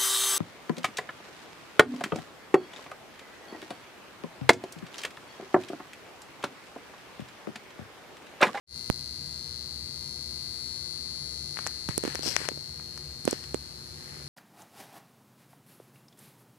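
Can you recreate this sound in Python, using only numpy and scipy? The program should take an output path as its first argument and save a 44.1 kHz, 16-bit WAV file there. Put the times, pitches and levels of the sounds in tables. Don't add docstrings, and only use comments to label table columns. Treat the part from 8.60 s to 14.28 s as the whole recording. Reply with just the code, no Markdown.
import sys
import numpy as np
from scipy import signal
from scipy.fft import rfft, irfft
from scipy.io import wavfile

SR = 44100
rng = np.random.default_rng(int(sys.argv[2]) if len(sys.argv) > 2 else 0)


def put_to_file(sound):
    columns = np.atleast_2d(sound).T
    safe = np.clip(columns, -1, 1)
    whole_steps = np.round(safe * 32767)
    wavfile.write(sys.argv[1], SR, whole_steps.astype(np.int16))


N = 250488
TIME = np.arange(N) / SR
FREQ = np.maximum(np.fft.rfftfreq(N, 1 / SR), 1)
MAINS_HZ = 60.01

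# pitch_hz, width_hz, left_db, right_db
CLACK_MODES = [(770, 570, -2, 13.5), (1870, 540, 8, 7), (3520, 2800, -1.5, -13.5)]
TICK_MODES = [(5200, 660, 13, -26), (7900, 2100, 8.5, 5.5), (10100, 3700, -27, -2)]


def buzz(left_lag_s=.00008, whine_wet_db=-17, upper_wet_db=-7):
    # pitch_hz, width_hz, left_db, right_db
    core_modes = [(2049, 35, -10, -28), (3705, 130, -15.5, -43), (4181, 47, 7, 4), (4133, 223.5, 8, -4.5),
                  (4397, 197, 10.5, -8), (5380, 760, -3.5, -18), (5595, 422, -2, -14.5),
                  (6400, 190, -10, -15), (6920, 930, -52, -16.5), (8800, 870, -26, -19),
                  (9950, 580, -17, -13), (10564, 250, -23.5, -11.5), (12160, 390, -25, -38),
                  (14000, 979, -53, -28.5)]
    # time_s, whine_db, upper_db
    pickup = [(0, 1, 0), (1.25, 0.5, -2), (1.5, 0.5, 0.5), (2.1, 1.9, 1), (3.0, 0.5, 1.5),
              (3.9, -1.5, -2.5), (4.2, -3.5, -5.5), (5.68, -9, -5.5)]
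    force = rfft(knocks()) * np.exp(-2j * np.pi * FREQ * np.array([[left_lag_s], [0]]))
    modes = [(-1) ** k * undb([[left], [right]]) * resonance(hz, width)
             for k, (hz, width, left, right) in enumerate(core_modes)]
    whine_db, upper_db = curves(pickup)
    right_db = 0.4 + .4 * whine_db
    whine = irfft(force * sum(modes[:5]), N) * undb([whine_db, right_db])
    upper = irfft(force * sum(modes[5:]), N) * undb(upper_db)
    direct = whine + upper
    reflections = walls(undb(whine_wet_db) * whine + undb(upper_wet_db) * upper)
    return direct + sides(19) * hand_echo(direct[0]) + reflections


def knocks(scatter_db=.25, chatter_db=-28, chatter_s=0.0011, slip_s=.000039, settle_s=1.1):
    # start_s, level_db, slip_share
    knock_pair = [(.00094, -3.3, 0), (.009272, 0, 1)]
    start_s, level_db, slip_share = np.transpose(knock_pair)
    cycle_s = np.arange(int(N / SR * MAINS_HZ) + 1)[:, None] / MAINS_HZ
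    early_s = slip_share * slip_s * (1 - np.exp(-cycle_s / settle_s))
    at = ((cycle_s + start_s - early_s) * SR).reshape(-1, 1)
    strength = undb(level_db + scatter_db * rng.standard_normal((len(cycle_s), 2))).reshape(-1, 1)
    taps = at.astype(int) + np.arange(-7, 9)
    pulse = np.sinc(taps - at) * np.cos(np.pi * (taps - at) / 16) ** 2
    force = np.bincount(taps.ravel(), (strength * pulse).ravel(), N)[:N]
    chatter = signal.lfilter([1], [1, -np.exp(-1 / (chatter_s * SR))], force) * rng.standard_normal(N)
    return force + undb(chatter_db) * chatter * force.std() / chatter.std()


def hand_echo(x, level_db=-8.5, far_path_m=.715, near_path_m=.472):
    raised = ramp(start_s=3.66, length_s=0.46)
    travel = np.sin(np.pi / 2 * ramp(start_s=4.9, length_s=.6) ** 1.6) ** 2
    path_m = far_path_m + (near_path_m - far_path_m) * travel
    return undb(level_db) * raised * np.interp(TIME - path_m / 343, TIME, x)


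def walls(x, t60_s=0.025, gap_s=.002, drift_rad_per_s=1.12):
    echoes = rng.standard_normal((2, 2, N)) * undb(-60 * TIME / t60_s) * (TIME > gap_s)
    echoes /= np.sqrt(np.sum(echoes ** 2, axis=-1, keepdims=True))
    here, there = irfft(rfft(x) * rfft(echoes), N)
    drift = drift_rad_per_s * TIME
    return here * np.cos(drift) + there * np.sin(drift)


def hum(waver_db=0.5):
    # mains_multiple, left_db, right_db
    harmonics = [(2, -75, -86), (4, -62.5, -64.5), (6, -61, -64), (8, -65, -74)]
    out = 0
    for multiple, left, right in harmonics:
        tone = np.sqrt(2) * np.sin(2 * np.pi * (multiple * MAINS_HZ * TIME + rng.random()))
        out = out + undb([[left], [right]]) * tone * undb(-waver_db * flutter(rate_hz=1))
    return out


def thuds():
    # start_s, pitch_hz, thud_db, tick_db
    touches = [ (3.2917, 112, -17.5, -26), (3.379, 317, -13, -5), (3.4382, 340, -14, -22),
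               (3.4514, 320, -13.5, -24), (3.4776, 304, -14, -31), (3.5491, 403, -20.5, -19),
               (3.5927, 270, -22, -26), (3.6608, 300, -20.5, -19), (3.6756, 278, -23, -30),
               (3.917, 296, -25, -47), (3.9749, 374, -27.5, -47), (4.6530, 230, -20.5, -13.5),
               (4.6775, 368, -4, -22), (4.6852, 242, -19.5, -23), (4.7291, 340, -12.5, -24),
               (4.9446, 323, -11.5, -19), ]
    out = np.zeros((2, N))
    for start_s, hz, thud_db, tick_db in touches:
        thud = sides(-27) * undb(thud_db) * hollow(hz)
        jolt = sides(-12) * case(clack_db=thud_db - 20, tick_db=tick_db)
        add(out, start_s, thud + jolt)
    return out


def clicks():
    # start_s, hollow_hz, hollow_db, clack_db, tick_db, pan_db
    grips = [ (2.9712, 397, -39, -17, -45, 21), (2.9896, 1260, -15, -20, -44, 18),
             (3.0660, 1260, -25, -13.5, -19, 2), (3.072, 410, -35, -19, -12, 24),
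             (3.2884, 264, -21.5, -17, -21.5, 4.5), (3.5548, 366, -31, -15, -14.5, 9.5),
             (3.6335, 400, -27.5, -30, -23, 12), (3.765, 520, -22, -2.5, -5.5, 28),
             (3.8878, 460, -16, -10.5, -9.5, 17), (4.198, 1270, -30.5, -45, -52, 14),
             (4.3765, 1170, -28, -38, -26.5, 14), (4.7104, 400, -46, -36, -12.5, -2), ]
    out = np.zeros((2, N))
    for start_s, hz, hollow_db, clack_db, tick_db, pan_db in grips:
        add(out, start_s, sides(pan_db) * (undb(hollow_db) * hollow(hz) + case(clack_db, tick_db)))
    return out


def hollow(hz):
    upper_hz = 1.7 * hz
    return ring([(hz, 0.73 * hz, 0), (upper_hz, 0.5 * upper_hz, -7)], grit=0.019, grit_s=0.0076)


def case(clack_db, tick_db, firm_hz=7000, softening=0.48):
    contact_hz = np.clip(firm_hz * undb(softening * clack_db), 500, SR / 3)
    clack = ring(CLACK_MODES, grit=.07, grit_s=.0009)
    clack = signal.sosfilt(signal.butter(2, contact_hz, fs=SR, output="sos"), clack)
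    return undb(clack_db) * clack + undb(tick_db) * ring(TICK_MODES, grit=0.64, grit_s=0.00039)


def slide(grain_db=3, grain_hz=450):
    # frequency_hz, relative_db
    rub_spectrum = [(200, -15), (600, -9.5), (1200, -6), (1600, -3), (1950, -0.5), (2800, -10),
                    (6000, -12.5), (11000, -16.5), (14000, -54)]
    hiss_spectrum = [(400, -5.5), (2000, -16), (2800, -7), (3700, -9.5), (4700, 3), (5500, 1.5),
                     (6900, -14), (8000, -6.5), (9200, -14), (11000, -19.5), (14000, -21)]
    rub_colour, hiss_colour = colour(*np.transpose(rub_spectrum)), colour(*np.transpose(hiss_spectrum))
    rub, hiss = strokes()
    grip = undb(grain_db * flutter(grain_hz))
    ports = [rub * noise(rub_colour) + hiss * noise(hiss_colour) for _ in range(2)]
    return sides(17) * grip * np.array(ports) + snags(rub)


def strokes(lead_share=0.34):
    # peak_s, rise_s, fall_s, rub_db, hiss_db
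    swipes = [ (2.99, 0.096, .28, -44, -61), (3.3, 0.049, 0.11, -42, -49), (3.465, 0.12, 0.31, -38.5, -48),
              (3.68, 0.18, 0.13, -41.5, -26.5), (3.852, 0.43, 0.062, -36.5, -44), (4.35, .6, .5, -63, -58),
              (4.7, 0.12, 0.2, -43.5, -39.5), (4.84, 0.041, 0.037, -47.5, -42), (5.5, .4, 1.6, -51, -61), ]
    power = 0
    for peak_s, rise_s, fall_s, rub_db, hiss_db in swipes:
        away = np.maximum((peak_s - TIME) / rise_s, (TIME - peak_s) / fall_s)
        envelope = ramp(peak_s - lead_share * rise_s, 0.01) * undb(-20 * away)
        power = power + (undb([[rub_db], [hiss_db]]) * envelope) ** 2
    return np.sqrt(power)


def snags(rub, count=170, thud_db=6, clack_db=7, tick_db=2, scatter_db=3):
    out = np.zeros((2, N))
    times = (np.arange(count) + rng.random(count)) / count * TIME[-1]
    strengths = undb(scatter_db * rng.standard_normal((count, 2)))
    for start_s, (soft, hard) in zip(times, strengths):
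        thud = sides(-14) * soft * undb(thud_db) * hollow(hz=370)
        clack = undb(clack_db) * ring(CLACK_MODES, grit=.07, grit_s=0.0011)
        tick = undb(tick_db) * ring(TICK_MODES, grit=0.45, grit_s=.0004)
        add(out, start_s, rub[int(start_s * SR)] * (thud + sides(12) * hard * (clack + tick)))
    return out


def pop(start_s=.3006, thump_db=-1, snap_db=-18):
    thump = undb(thump_db) * ring([(115, 180, 0)])
    snap = undb(snap_db) * ring([(9100, 9300, 0)])
    out = np.zeros((2, N))
    add(out, start_s, sides(-44) * (thump + snap))
    return out


def room(shared_below_hz=220):
    # frequency_hz, left_db_per_hz, right_db_per_hz
    noise_floor = [(25, -76, -99), (53, -96, -99), (78, -68.5, -70), (116, -71, -75.5), (195, -76, -82),
                   (337, -81, -84), (535, -85.5, -91), (1440, -88, -94), (3170, -93, -97.5),
                   (4470, -91, -86), (6800, -103, -91), (10700, -97.5, -95.5), (13600, -101, -101),
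                   (14800, -104, -103)]
    # pitch_hz, width_hz, level_db
    drone_bands = [(71.9, 11, -52.5), (144.45, 13.8, -53.5)]
    hz, *levels = np.transpose(noise_floor)
    common, *separate = rfft(rng.standard_normal((3, N)))
    share = .9 / (1 + (FREQ / shared_below_hz) ** 2)
    air = [colour(hz, db) * (np.sqrt(share) * common + np.sqrt(1 - share) * own)
           for db, own in zip(levels, separate)]
    drones = sum(undb(db) * noise(resonance(pitch, width) ** 2) for pitch, width, db in drone_bands)
    return irfft(np.array(air), N) * np.sqrt(SR / 2) + drones


def ring(modes, grit=0, grit_s=1, size=4096):
    freq = np.maximum(np.fft.rfftfreq(size, 1 / SR), 1)
    push = grit * rng.standard_normal((2, size)) * np.exp(-np.arange(size) / SR / grit_s)
    push[:, 0] = 1
    body = sum((-1) ** k * undb(db)[:, None] * resonance(hz, width, freq)
               for k, (hz, width, *db) in enumerate(modes))
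    x = irfft(rfft(push) * body)
    return x / np.abs(x).max(axis=1, keepdims=True)


def resonance(hz, width_hz, freq=FREQ):
    return 1 / (1 + 1j * (freq ** 2 - hz ** 2) / (freq * width_hz))


def colour(hz, db):
    return undb(np.interp(np.log(FREQ), np.log(hz), db))


def noise(response):
    x = irfft(rfft(rng.standard_normal(N)) * response, N)
    return x / x.std()


def flutter(rate_hz):
    return noise(1 / (1 + (FREQ / rate_hz) ** 4))


def curves(table):
    time_s, *columns = np.transpose(table)
    return np.array([np.interp(TIME, time_s, column) for column in columns])


def ramp(start_s, length_s):
    return np.clip((TIME - start_s) / length_s, 0, 1)


def undb(db):
    return 10 ** (np.asarray(db) / 20)


def sides(pan_db):
    return undb(np.minimum([[pan_db], [-pan_db]], 0))


def add(out, start_s, hit):
    start = int(start_s * SR)
    out[:, start:start + hit.shape[1]] += hit[:, :N - start]


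def scene():
    return buzz() + hum() + room() + pop() + thuds() + clicks() + slide()


def record(dry, low_hz=42, edge_hz=14400, top_hz=16500):
    fade = ramp(start_s=0.068, length_s=.102) ** 1.26
    x = signal.sosfilt(signal.butter(1, low_hz, "high", fs=SR, output="sos"), dry * fade)
    x = signal.sosfilt(signal.cheby1(8, .3, edge_hz, fs=SR, output="sos"), x)
    return signal.sosfilt(signal.ellip(8, .2, 70, top_hz, fs=SR, output="sos"), np.clip(x, -1, 1))


dry = scene()
out = record(dry)
put_to_file(out)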